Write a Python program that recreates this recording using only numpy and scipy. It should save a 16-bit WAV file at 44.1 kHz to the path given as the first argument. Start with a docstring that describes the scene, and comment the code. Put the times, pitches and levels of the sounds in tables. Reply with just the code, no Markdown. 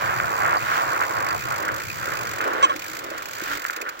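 """Packed snow crunches under the wide tyre of a rolling bike, heard from a phone on the bike.
The snow sticks and slips in bursts of tiny grains, crusts snap, the soft tyre drums and thuds,
and powder hisses off the tread. The freewheel rasps faster and slower, a loose part rattles
twice, and wind buffets the microphone, dying away near the end."""
import sys
import numpy as np
from scipy import signal
from scipy.fft import rfft, irfft
from scipy.io import wavfile

SR = 44100
rng = np.random.default_rng(int(sys.argv[2]) if len(sys.argv) > 2 else 0)


def wrap_up_sound(samples):
    """Save the sound to the file named by the first command line argument, as 16-bit audio."""
    columns = np.atleast_2d(samples).T
    # keep every value between -1 and 1, then stretch to whole-number steps
    tamed = np.clip(columns, -1, 1)
    steps = np.round(tamed * 32767).astype(np.int16)
    wavfile.write(sys.argv[1], SR, steps)


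N = 176400
TIME = np.arange(N) / SR

# How loud the crisp crunch and the duller packing are. Each row: time in seconds, relative level in dB.
CRUNCH_LEVELS = np.vstack([[(0.0, -32), (0.102, -28), (0.354, -34), (0.448, -26.5), (0.472, -24.5),
                 (0.558, -26.5), (0.586, -36), (0.754, -24.5), (0.814, -32), (0.974, -29), (0.992, -38),
                 (1.018, -24), (1.06, -31.5)], [(1.08, -40), (1.168, -31), (1.314, -30.5), (1.374, -41),
                 (1.552, -29.5), (1.56, -36.5), (1.688, -30), (1.928, -45), (2.042, -31.5), (2.11, -35.5),
                 (2.125, -27), (2.178, -36), (2.388, -36.5), (2.422, -28.5), (2.448, -30), (2.61, -31)],
                 [(2.73, -34), (2.764, -43), (3.2, -36.5), (3.238, -45.5), (3.306, -46.5), (3.522, -30.5),
                 (3.61, -40), (3.642, -38), (3.858, -39.5), (3.872, -32), (3.928, -43), (4.0, -46)]])
PACKING_LEVELS = np.vstack([[(0.0, -36), (0.34, -35), (0.57, -28.5), (0.59, -42.5), (0.82, -33),
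                  (1.37, -35.5), (1.41, -55), (1.5, -36.5), (1.76, -41), (1.84, -51.5), (2.22, -38),
                  (2.28, -48), (2.48, -35.5), (2.61, -37.5)], [(2.73, -52.5), (2.778, -49.5),
                  (3.862, -50.5), (4.0, -53)]])
# Their tone, from bass to treble. Each row: frequency in Hz, relative strength in dB.
CRUNCH_TONE = [(100, -45), (700, -16.5), (1000, -5.5), (1200, 0), (1390, 5.5), (1650, 0), (2000, -5.5),
               (2400, -12.5), (3000, -16.5), (4000, -34.5), (8000, -60), (16000, -58)]
PACKING_TONE = [(80, -51.5), (450, -16), (640, -6), (880, -3.5), (1020, 1), (1150, 1.5), (1400, -18),
                (3000, -62)]
CRUNCH_GAIN_DB, PACKING_GAIN_DB = 4, 8
SLIPS_PER_S, SLIP_DECAY_S = 95, 0.0027


def crunch():
    """Snow sticks and slips, shedding a burst of grains each time: crisp on top, duller as it packs."""
    slips = pulses(SLIPS_PER_S * np.exp(0.22 * wander(60)), scatter_db=2.5)
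    bursts = signal.lfilter([1], [1, -np.exp(-1 / (SLIP_DECAY_S * SR))], slips)
    flurries = np.hypot(bursts, gain(-8))  # some grains still sound between slips
    layers = ((CRUNCH_LEVELS, CRUNCH_GAIN_DB, CRUNCH_TONE),
              (PACKING_LEVELS, PACKING_GAIN_DB, PACKING_TONE))
    out = 0
    for levels, db, tone in layers:
        direct = shape_tone(flurries * grains(per_s=5000, spread_db=1), tone)
        scattered = [shape_tone(grains(per_s=5000, spread_db=1), tone) for _ in range(2)]
        out += at_phone(direct, scattered, share=0.24) * gain(curve(levels) + db)
    return out


# Snow crusts breaking under the tyre. Each row: start in seconds, relative peak level in dB.
CRUST_SNAPS = [(0.2007, -7.5), (0.4543, -9), (0.5508, -18), (0.7213, -13), (0.7975, -14.5), (2.4061, -10.5),
               (3.5146, -18), (3.651, -10.5), (3.6985, -13)]
CRUST_GAIN_DB, CRUMBLE_DECAY_S = 2.5, 0.001


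def crusts():
    """A crust snaps and crumbles for a few milliseconds, with the same tone as the crunch."""
    out = np.zeros(N)
    for start, db in CRUST_SNAPS:
        age = TIME - start
        fade = (age > 0) * np.exp(-np.abs(age) / CRUMBLE_DECAY_S)
        impacts = 0.17 * fade * rng.standard_normal(N) * (rng.random(N) < 0.1)  # sparse crumbs
        impacts[int(start * SR)] += 1  # the break itself
        snap = shape_tone(impacts, CRUNCH_TONE)
        out += snap / np.abs(snap).max() * gain(db + CRUST_GAIN_DB)
    return at_phone(out)


# How loud the tyre drums. Each row: time in seconds, relative level in dB.
DRUM_LEVELS = np.vstack([[(0.0, -44.5), (0.57, -39), (0.59, -46), (0.91, -41.5), (1.36, -39.5), (1.38, -49),
               (1.68, -36.5), (1.97, -51.5), (2.06, -38.5), (2.3, -44)], [(2.38, -43), (2.46, -32),
               (2.745, -37.5), (2.83, -53), (3.1, -39), (3.29, -50), (3.4, -48), (3.5, -46.5),
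               (3.756, -51.5), (3.81, -40), (3.926, -53.5), (4.0, -55)]])
# The tyre's hollow tone. Each row: frequency in Hz, relative strength in dB.
DRUM_TONE = [(40, -45), (150, -32.5), (230, -15), (280, -8), (316, 0), (360, -2.5), (460, -3), (512, 0.5),
             (570, -1), (720, -10), (2000, -53)]
DRUM_GAIN_DB = 2.5


def tyre_drumming():
    """The knobs of the tread strike the snow and drum on the soft tyre."""
    direct, *scattered = (shape_tone(grains(per_s=500, spread_db=3.5), DRUM_TONE) for _ in range(3))
    return at_phone(direct, scattered, share=0.41) * gain(curve(DRUM_LEVELS) + DRUM_GAIN_DB)


# Low tyre sounds. Each row: start in seconds, pitch in Hz, relative peak level in dB, rise in seconds.
TYRE_THUDS = [(2.754, 320, -30.5, 0.0056), (2.88, 323, -41, 0.02), (3.113, 555, -28, 0.0045),
              (3.421, 345, -29, 0.0031), (3.48, 288, -40, 0.034)]


def tyre_thuds():
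    """The tyre gives low notes: a quick rise sounds like a thud, a slow one like a groan."""
    return at_phone(thumps(TYRE_THUDS))


# How fast the freewheel ticks. Each row: time in seconds, ticks per second.
TICK_RATES = [(0.0, 113.0), (0.163, 85.9), (0.358, 82.4), (0.418, 68.1), (0.553, 64.9), (0.581, 84.7),
              (0.732, 104.8), (0.788, 100.1), (0.856, 81.5), (0.967, 64.7), (1.126, 71.9), (1.21, 47.5),
              (1.313, 49.0), (1.389, 69.5), (1.62, 42.7), (1.696, 24.9), (1.743, 48.4), (1.962, 74.1),
              (2.141, 58.9), (2.201, 46.7), (2.261, 51.2), (2.424, 34.3), (2.515, 15.5), (2.559, 1.0),
              (2.735, 4.2), (2.762, 27.7), (2.89, 59.7), (2.973, 53.4), (2.997, 19.8), (3.172, 11.1),
              (3.184, 20.9), (3.316, 42.5), (3.375, 70.8), (3.431, 43.7), (3.522, 57.7), (3.598, 40.5),
              (3.677, 50.1), (3.801, 15.2), (4.0, 7.5)]
# The tone of a tick. 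Each row: frequency in Hz, relative strength in dB.
TICK_TONE = [(900, -10.5), (1800, 6), (2400, 8), (2900, -4), (3700, -3.5), (4400, -1.5), (4800, 2.5),
             (5300, -3.5), (6300, -2.5), (6900, 3.5), (8000, -5), (9000, -12), (10400, -17), (11500, -9),
             (13000, -6.5), (14000, -0.5), (15800, -5)]
# Notes the hub's shell rings at. Each row: pitch in Hz, width of the peak in Hz, relative level in dB.
HUB_NOTES = [(2500, 93, -6), (4680, 240, -13)]
TICK_RISE_S, TICK_DECAY_S, TICK_SECOND_DECAY_S = 0.0039, 0.0051, 0.0049
TICK_GAIN_DB, SOFT_TICKS_PER_S = -37, 82  # above this rate the catches no longer drop fully


def freewheel():
    """Small catches in the hub slide over teeth, each with a short rasp, softer when it spins fast."""
    rate = curve(TICK_RATES)
    ticks = pulses(rate, scatter_db=1.5) / np.hypot(1, (rate / SOFT_TICKS_PER_S) ** 2)
    age = TIME[:SR // 10]
    swell = np.minimum(age / TICK_RISE_S, 1) ** 0.46  # the rasp grows as the catch climbs
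    past_peak = np.maximum(age - TICK_RISE_S, 0)
    fade = np.exp(-past_peak / TICK_DECAY_S) + gain(-11.5) * np.exp(-past_peak / TICK_SECOND_DECAY_S)
    power = signal.fftconvolve(ticks ** 2, (swell * fade) ** 2)[:N]
    loudness = np.sqrt(np.abs(power))
    direct, *scattered = (shape_tone(loudness * rng.standard_normal(N), TICK_TONE) for _ in range(3))
    for hz, width_hz, db in HUB_NOTES:  # each tick rings the shell differently
        push = loudness * gain(8.6 * wander(40)) * rng.standard_normal(N)
        ring = signal.lfilter(*signal.iirpeak(hz, hz / width_hz, fs=SR), push)
        direct += gain(db) * normalise(ring)
    return pan(at_phone(direct, scattered, share=0.63), left_db=-2.5) * gain(TICK_GAIN_DB)


# The two rattles. Each row: start and length in seconds, then relative ring and scrape levels in dB.
RATTLE_BURSTS = [(2.626, 0.025, -10, -24), (2.695, 0.0097, -16, -41)]
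# Notes the loose part rings at. Each row: pitch in Hz, relative energy in dB, seconds to fade by 60 dB.
PART_NOTES = [(520, -12, 0.093), (1100, 15.5, 0.033), (1693, 0.5, 0.055), (2246, -7, 0.041),
              (2425, -8, 0.22), (2637, -7.5, 0.086), (3140, 3, 0.052), (3830, -19, .04), (3970, -17, 0.087),
              (5770, -20, 0.047), (7300, -19, 0.044)]
# The tone of its scrape. Each row: frequency in Hz, relative strength in dB.
SCRAPE_TONE = [(100, -51), (800, -9), (1600, 5.5), (2600, 13), (3300, 4.5), (5000, -2.5), (6500, 6),
               (8200, -3.5), (9500, -41), (16000, -18)]
CHATTER_HZ, CHATTER_FALL_HZ_PER_S, CONTACT_DECAY_S = 575, 1900, 0.0057
PART_LOW_CUT_HZ = 457  # the ringing carries little bass


def rattle():
    """A loose part chatters against the frame with a falling squeak, scraping and ringing."""
    out, age = np.zeros(N), TIME[:SR // 4]
    ring = sum(gain(db) / np.sqrt(fade_s) * np.sin(2 * np.pi * hz * age) * gain(-60 * age / fade_s)
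               for hz, db, fade_s in PART_NOTES)
    ring = signal.sosfilt(signal.butter(2, PART_LOW_CUT_HZ, "high", fs=SR, output="sos"), ring)
    for start, length, ring_db, scrape_db in RATTLE_BURSTS:
        contact = (TIME > start) * np.exp(-np.maximum(TIME - start - length, 0) / CONTACT_DECAY_S)
        rate = CHATTER_HZ - CHATTER_FALL_HZ_PER_S * np.clip(TIME - start, 0, 2 * length)
        rate *= 1 + 0.027 * wander(600)
        knocks = pulses(rate, scatter_db=1.5)
        grit = gain(-16.5) * grains(per_s=7200, spread_db=-1.5)
        chatter = contact * (knocks + grit)
        ringing = normalise(signal.fftconvolve(chatter, ring)[:N]) * gain(ring_db)
        scraping = shape_tone(chatter, SCRAPE_TONE) * gain(scrape_db)
        out += (ringing + scraping) * np.sqrt(length * SR / N)  # a longer rattle carries more energy
    return at_phone(out)


# How loud the spraying powder is. 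Each row: time in seconds, relative level in dB.
SPRAY_LEVELS = [(0, -35), (.5, -80), (.62, -40), (.76, -31), (.86, -44), (1.3, -44), (1.9, -44), (2.6, -39),
                (2.8, -42.5), (3.4, -41), (3.53, -30.5), (3.62, -46), (4, -46.5)]
# Its bright tone. Each row: frequency in Hz, relative strength in dB.
SPRAY_TONE = [(1500, 8.5), (3000, 10.5), (4200, 6), (7500, 0.5), (9500, -10.5), (13500, -4.5), (16000, 4)]


def spray():
    """Fine powder flies off the tread, so many grains that they blur into a hiss."""
    hiss = np.array([shape_tone(grains(per_s=12000, spread_db=5.5), SPRAY_TONE) for _ in range(2)])
    return hiss * gain(curve(SPRAY_LEVELS))


# How loud the wind is. Each row: time in seconds, relative level in dB.
WIND_LEVELS = [(0, -43), (.56, -41.5), (.8, -50), (1.15, -43.5), (1.5, -42.5), (1.7, -46), (1.9, -46),
               (2.2, -42), (2.5, -49.5), (3.2, -59), (3.5, -61), (3.7, -85), (4, -81)]
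# Its rumbling tone. Each row: frequency in Hz, relative strength in dB.
WIND_TONE = [(20, -24), (45, -20), (75, -4.5), (105, 1.5), (125, 4.5), (155, -4), (220, -8), (500, -54.5)]
# Single puffs. Each row: start in seconds, pitch in Hz, relative peak level in dB, rise in seconds.
WIND_PUFFS = [(1.358, 131, -37.5, 0.0037), (1.868, 106, -33.5, 0.01)]
GUST_DB = 2.5


def wind():
    """Swirls of air buffet each of the phone's two microphone openings, mostly the left."""
    swirls = [shape_tone(rng.standard_normal(N) * gain(GUST_DB * wander(16)), WIND_TONE)
              for _ in range(2)]
    return pan(np.array(swirls) * gain(curve(WIND_LEVELS)) + thumps(WIND_PUFFS), left_db=8)


def thumps(rows):
    """Low notes that waver in pitch as they build and die away."""
    out = np.zeros(N)
    for start, hz, db, rise_s in rows:
        progress = np.maximum(TIME - start, 0) / rise_s  # 1 at the loudest moment
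        pitch = hz * (progress > 0) * (1 + 0.042 * wander(100))
        out += gain(db) * progress * np.exp(1 - progress) * np.sin(2 * np.pi * np.cumsum(pitch) / SR)
    return out


def grains(per_s, spread_db):
    """Tiny impacts at random times; a positive spread makes a few stronger, a negative one weaker."""
    sizes = gain(spread_db * np.minimum(rng.exponential(size=N), 5))
    return (rng.random(N) < per_s / SR) * sizes * np.sign(rng.standard_normal(N))


def pulses(per_s, scatter_db):
    """One click per cycle, each with its own random strength."""
    new_cycle = np.diff(np.floor(np.cumsum(per_s) / SR), prepend=0) > 0
    return new_cycle * gain(scatter_db * rng.standard_normal(N))


def wander(per_s):
    """A random drift of typical size 1 that heads for a new value per_s times a second."""
    return normalise(np.interp(TIME * per_s, np.arange(N), rng.standard_normal(N)))


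def shape_tone(x, tone):
    """Filter a sound to follow a tone table, then bring its average level to 1."""
    hz, db = np.array(tone, float).T
    size = 2048
    grid_hz = np.maximum(np.arange(size // 2 + 1) * SR / size, 1)
    strengths = gain(np.interp(np.log(grid_hz), np.log(hz), db))
    # Build the filter so that it rings only after each impact, never before (minimum phase).
    cepstrum = irfft(np.log(strengths))
    cepstrum[1:size // 2] *= 2
    cepstrum[size // 2 + 1:] = 0
    click_response = irfft(np.exp(rfft(cepstrum)))
    return normalise(signal.fftconvolve(x, click_response)[:N])


def at_phone(direct, scattered=0, share=0, lag_s=0.0005):
    """Direct sound reaches the left side later; a share of the power arrives unrelated at each side."""
    late = np.interp(TIME - lag_s, TIME, direct, left=0)
    return np.sqrt(1 - share) * np.array([late, direct]) + np.sqrt(share) * np.array(scattered)


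def pan(x, left_db):
    """Make the left louder than the right by left_db; a negative value favours the right."""
    return x * gain(np.array([[left_db], [-left_db]]) / 2)


def curve(rows):
    """Join (time, value) points with straight lines."""
    return np.interp(TIME, *np.array(rows, float).T)


def normalise(x):
    """Scale a signal so that its average level (rms) is 1."""
    return x / np.sqrt(np.mean(x ** 2))


def gain(db):
    """Turn decibels into a number to multiply by."""
    return 10 ** (np.asarray(db) / 20)


def scene():
    """Snow, tyre, rattle and freewheel sit a little to the right, the wind to the left."""
    bike = crunch() + crusts() + tyre_drumming() + tyre_thuds() + spray() + rattle()
    return pan(bike, left_db=-2.5) + freewheel() + wind()


def record(dry):
    """The phone cuts off the highest treble, above 15900 Hz."""
    return signal.sosfilt(signal.ellip(12, 0.2, 80, 15900, fs=SR, output="sos"), dry)


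dry = scene()
out = record(dry)
wrap_up_sound(out)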